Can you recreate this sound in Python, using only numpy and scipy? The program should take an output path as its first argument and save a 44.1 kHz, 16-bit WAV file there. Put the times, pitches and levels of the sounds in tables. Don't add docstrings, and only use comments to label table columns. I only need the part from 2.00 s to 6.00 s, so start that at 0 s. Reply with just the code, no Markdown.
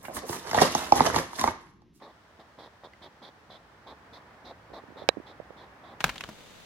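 import sys
import numpy as np
from scipy import signal
from scipy.fft import rfft, irfft
from scipy.io import wavfile

SR = 44100
rng = np.random.default_rng(int(sys.argv[2]) if len(sys.argv) > 2 else 0)


def output_pcm(signal):
    pcm = np.clip(np.atleast_2d(signal).T, -1, 1) * 32767
    wavfile.write(sys.argv[1], SR, np.round(pcm).astype(np.int16))


N = 176400

# start_s, length_s, hiss_db, rush_db, flutter_db, nostril_hz, sag_db, treble_db
HUFFS = [(.011, 0.056, -58.5, -48.5, -56, 3870, 7.5, -2), (0.068, 0.047, -68, -52.5, -78, 3700, 9, 1),
         (.388, 0.032, -59.5, -52, -59, 3450, 6, 5.5), (0.578, 0.095, -57, -54, -50, 3670, 2.5, 3),
         (0.831, 0.037, -54.5, -50.5, -46.5, 3700, 8, 0.5), (1.012, .059, -53.5, -54, -54, 3580, -6, 1.5),
         (1.215, 0.078, -54, -53, -54, 3630, 6, 1.5), (1.494, 0.077, -54.5, -58, -53, 3640, 5.5, 0),
         (1.860, 0.067, -55, -48, -55.5, 3710, 1.5, -1.5), (2.122, .060, -54.5, -55.5, -56.5, 3830, -2, 2),
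         (2.441, 0.075, -54, -52.5, -54.5, 3900, -8.5, -0.5),
         (2.726, 0.066, -54.5, -45.5, -51, 3880, 0, -0.5),
         (2.964, .075, -54.5, -49.5, -50.5, 3730, 8, -1.5), (3.257, 0.066, -57, -55, -62.5, 3700, 6, 0),
         (3.56, 0.087, -60, -54.5, -64, 3700, 0, 0), (3.829, 0.11, -63, -52, -62, 3640, -2, -1)]


def from_db(db):
    return 10 ** (np.asarray(db) / 20)


def rms_one(x):
    return x / np.sqrt(np.mean(x ** 2) + 1e-20)


def at_hz(points, hz, column=1):
    table = np.array(points)
    return np.interp(np.log(hz + 1e-3), np.log(table[:, 0]), table[:, column])


def pan(db):
    return from_db(np.array([[db], [-db]]) / 2)


def air_noise(spectrum, likeness, size, shift=1):
    hz = np.arange(size // 2 + 1) * SR / size
    mid, side = rfft(rng.standard_normal((2, size)))
    alike = np.clip(at_hz(likeness, hz), -1, 1)
    pair = np.sqrt(1 + alike) * mid + np.sqrt(1 - alike) * side * [[1], [-1]]
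    return rms_one(irfft(pair * from_db(at_hz(spectrum, hz / shift)), size))


def click(start_s, db):
    out = np.zeros(N)
    out[int(start_s * SR)] = from_db(db)
    return out


def ring(clicks, hz, fade_s):
    decay = from_db(-60 / (fade_s * SR))
    angle = 2 * np.pi * hz / SR
    feedback = [1, -2 * decay * np.cos(angle), decay * decay]
    return signal.lfilter([0, decay * np.sin(angle)], feedback, clicks + 1e-18)


def resonance(x, hz, width_hz):
    decay = np.exp(-np.pi * width_hz / SR)
    feedback = [1, -2 * decay * np.cos(2 * np.pi * hz / SR), decay * decay]
    return signal.lfilter(np.array([1, 0, -1]) * (1 - decay * decay) / 2, feedback, x)


def keep_side(x, hz, kind, order=2):
    return signal.sosfilt(signal.butter(order, min(hz, .45 * SR), kind, fs=SR, output="sos"), x + 1e-18)


def outdoors():
    # time_s, level_db
    swell = [(0, -58.5), (.5, -57), (1.1, -57), (1.7, -56), (2.2, -52.5), (2.65, -54), (3.1, -52),
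             (3.6, -52.5), (4, -51.5)]
    # frequency_hz, level_db
    spectrum = [(25, 10), (42, -16), (54, 4.5), (110, 3), (220, -0.5), (450, -1.5), (900, 1), (1300, -2),
                (1800, -3), (2500, -12), (5000, -37)]
    # frequency_hz, likeness (0 to 1)
    likeness = [(60, 1), (600, 0.84), (1000, 0.52), (1500, 0.24), (2400, 0), (15000, 0)]
    level_db = np.interp(np.arange(N) / SR, *np.transpose(swell))
    return from_db(level_db) * air_noise(spectrum, likeness, N) * pan(db=-1.65)


def microphone_hiss():
    # frequency_hz, left_db, right_db
    spectrum = [(500, 6, -1), (2260, 0.5, -34), (3060, 4.5, 0.5), (5350, -2, -3), (7240, -9.5, -9.5),
                (9900, -14, -15), (13000, -20.5, -22.5), (15500, -18, -15)]
    hz = np.arange(N // 2 + 1) * SR / N
    colour = from_db([at_hz(spectrum, hz, column=1), at_hz(spectrum, hz, column=2)])
    white = rfft(rng.standard_normal((2, N)))
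    return from_db(-66.5) * rms_one(irfft(white * colour, N))


def puff(t, length_s, sag_db, arch_db):
    rise_s, release_s = 0.01, 0.017
    along = np.clip(2 * t / length_s - 1, -1, 1)
    hold = from_db(-sag_db * along / 2 + arch_db * (.5 - along ** 2))
    release = np.exp(-2 * np.maximum(t - length_s, 0) / release_s)
    return np.clip(t / rise_s, 0, 1) * hold * release


def huffs():
    # frequency_hz, level_db
    rush_spectrum = [(100, -32), (220, -3.5), (450, -1.5), (760, 0.5), (1100, 0.5), (1450, -19),
                     (1950, -10), (2600, -48), (5000, -44)]
    delay_s = 0.0038
    low_pan, hiss_pan = pan(db=-0.8), pan(db=-3.5)
    out, size = np.zeros((2, N + SR)), SR // 4
    t = np.arange(size) / SR
    for start_s, length_s, hiss_db, rush_db, flutter_db, nostril_hz, sag_db, treble_db in HUFFS:
        hiss = from_db(hiss_db) * nostril_hiss(size, nostril_hz, treble_db)
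        rush = from_db(rush_db) * air_noise(rush_spectrum, [(900, 0.99), (2000, 0.64)], size)
        low = rush + from_db(flutter_db) * flutter(size)
        low *= puff(t, length_s, sag_db, arch_db=-3.5)
        hiss *= puff(t - delay_s, length_s - 2 * delay_s, sag_db=2.5, arch_db=2)
        start = int(start_s * SR)
        out[:, start:start + size] += low * low_pan + hiss * hiss_pan
    return out[:, :N] + pops() * low_pan


def flutter(size, count=40):
    slaps_per_s, spread_db = 100, 1.5
    gaps = rng.uniform(.4, 1.6, count)
    at = (np.cumsum(gaps) * SR / slaps_per_s).astype(int) - SR // 200
    heard = (at >= 0) & (at < size)
    slaps = np.zeros(size)
    slaps[at[heard]] = from_db(spread_db * rng.uniform(-1, 1, count))[heard]
    nasal = resonance(slaps, hz=570, width_hz=450)
    return rms_one(keep_side(nasal, hz=1200, kind="low"))


def pops():
    pop_db, delay_s = -40, 0.0025
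    loudest_db = max(hiss_db for _, _, hiss_db, *_ in HUFFS)
    openings = sum(click(start_s + delay_s, pop_db + (hiss_db - loudest_db) / 2)
                   for start_s, _, hiss_db, *_ in HUFFS)
    return keep_side(ring(openings, hz=265, fade_s=0.0097), hz=108, kind="high")


def nostril_hiss(size, nostril_hz, treble_db):
    # frequency_hz, level_db
    usual_spectrum = [(1500, -9), (2200, -5.5), (2850, -22.5), (3130, -7), (3400, 3), (3950, 0.5),
                      (4500, -7.5), (5200, -11.5), (6600, -25.5), (8500, -33), (10600, -29), (15000, -36)]
    usual_hz, treble_hz, tremble_db = 3700, 4400, 0.9
    spectrum = [(hz, db + treble_db * (hz > treble_hz)) for hz, db in usual_spectrum]
    likeness = [(2800, 0.4), (3600, 0.85), (5000, 0)]
    noise = air_noise(spectrum, likeness, size, shift=nostril_hz / usual_hz)
    tremble = rms_one(keep_side(rng.standard_normal(size), hz=129, kind="low"))
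    return rms_one(noise * from_db(tremble_db * tremble))


def grass_tick():
    # start_s, level_db
    snaps = [(0.9353, -46.5)]
    # pitch_hz, level_db, fade_s
    stalk_tones = [(2050, 1, 0.03), (2250, -10, .016), (2800, -5, 0.01), (4400, -13, .014)]
    snap = sum(click(start_s, db) for start_s, db in snaps)
    return sum(from_db(db) * ring(snap, hz, fade_s) for hz, db, fade_s in stalk_tones) * pan(db=-5.0)


def finger_taps():
    # start_s, level_db, pitch_hz
    touches = [(2.702, -33, 450), (2.717, -32.5, 400), (2.837, -29.5, 457), (2.885, -34.5, 210),
               (2.903, -33.5, 330), (2.922, -35.5, 295), (2.959, -30, 428), (3.020, -19.5, 540),
               (3.039, -28, 380), (3.1695, -17, 328), (3.179, -25, 235), (3.1994, -25, 320),
               (3.4, -16, 570), (3.505, -23.5, 510)]
    ring_cycles, left_db = 5.9, -23.5
    out = 0
    for start_s, db, hz in touches:
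        touch = click(start_s, db)
        tone = ring(touch, hz, fade_s=ring_cycles / hz)
        thud = from_db(-15) * ring(touch, hz=170, fade_s=0.023)
        hollow = from_db(-6.5) * ring(touch, hz=694, fade_s=0.0069)
        out = out + tone + thud - hollow
    softened = keep_side(out, hz=820, kind="low", order=4)
    return keep_side(softened, hz=190, kind="high") * np.array([[from_db(left_db)], [1]])


def knock():
    # start_s, level_db
    hits = [(3.089, 0)]
    # pitch_hz, left_db, right_db, fade_s
    case_tones = [(506, -23, 1.5, 0.012), (830, -23, 0, 0.0069), (1153, -29.5, -11.5, 0.014),
                  (1658, -34, -9.5, 0.014), (1846, -44, -34, 0.067), (2380, -15, -3, 0.0068),
                  (3340, -31, 2, 0.0019), (3950, -37, -10, 0.025), (4085, -26, -9, 0.0057),
                  (5300, -23, -1.5, 0.0025), (10300, -38, -41, 0.0072)]
    contact = keep_side(sum(click(start_s, db) for start_s, db in hits), hz=8700, kind="low")
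    body = sum((-1) ** k * from_db([[left_db], [right_db]]) * ring(contact, hz, fade_s)
               for k, (hz, left_db, right_db, fade_s) in enumerate(case_tones))
    return keep_side(body, hz=205, kind="high")


def scene():
    return huffs() + grass_tick() + finger_taps() + knock() + outdoors() + microphone_hiss()


def record(dry):
    bass_cut_hz, treble_stop_hz = 46, 16800
    clipped = np.clip(keep_side(dry, bass_cut_hz, "high", order=8), -1, 1)
    return signal.sosfilt(signal.cheby2(16, 80, treble_stop_hz, fs=SR, output="sos"), clipped)


dry = scene()
out = record(dry)
output_pcm(out)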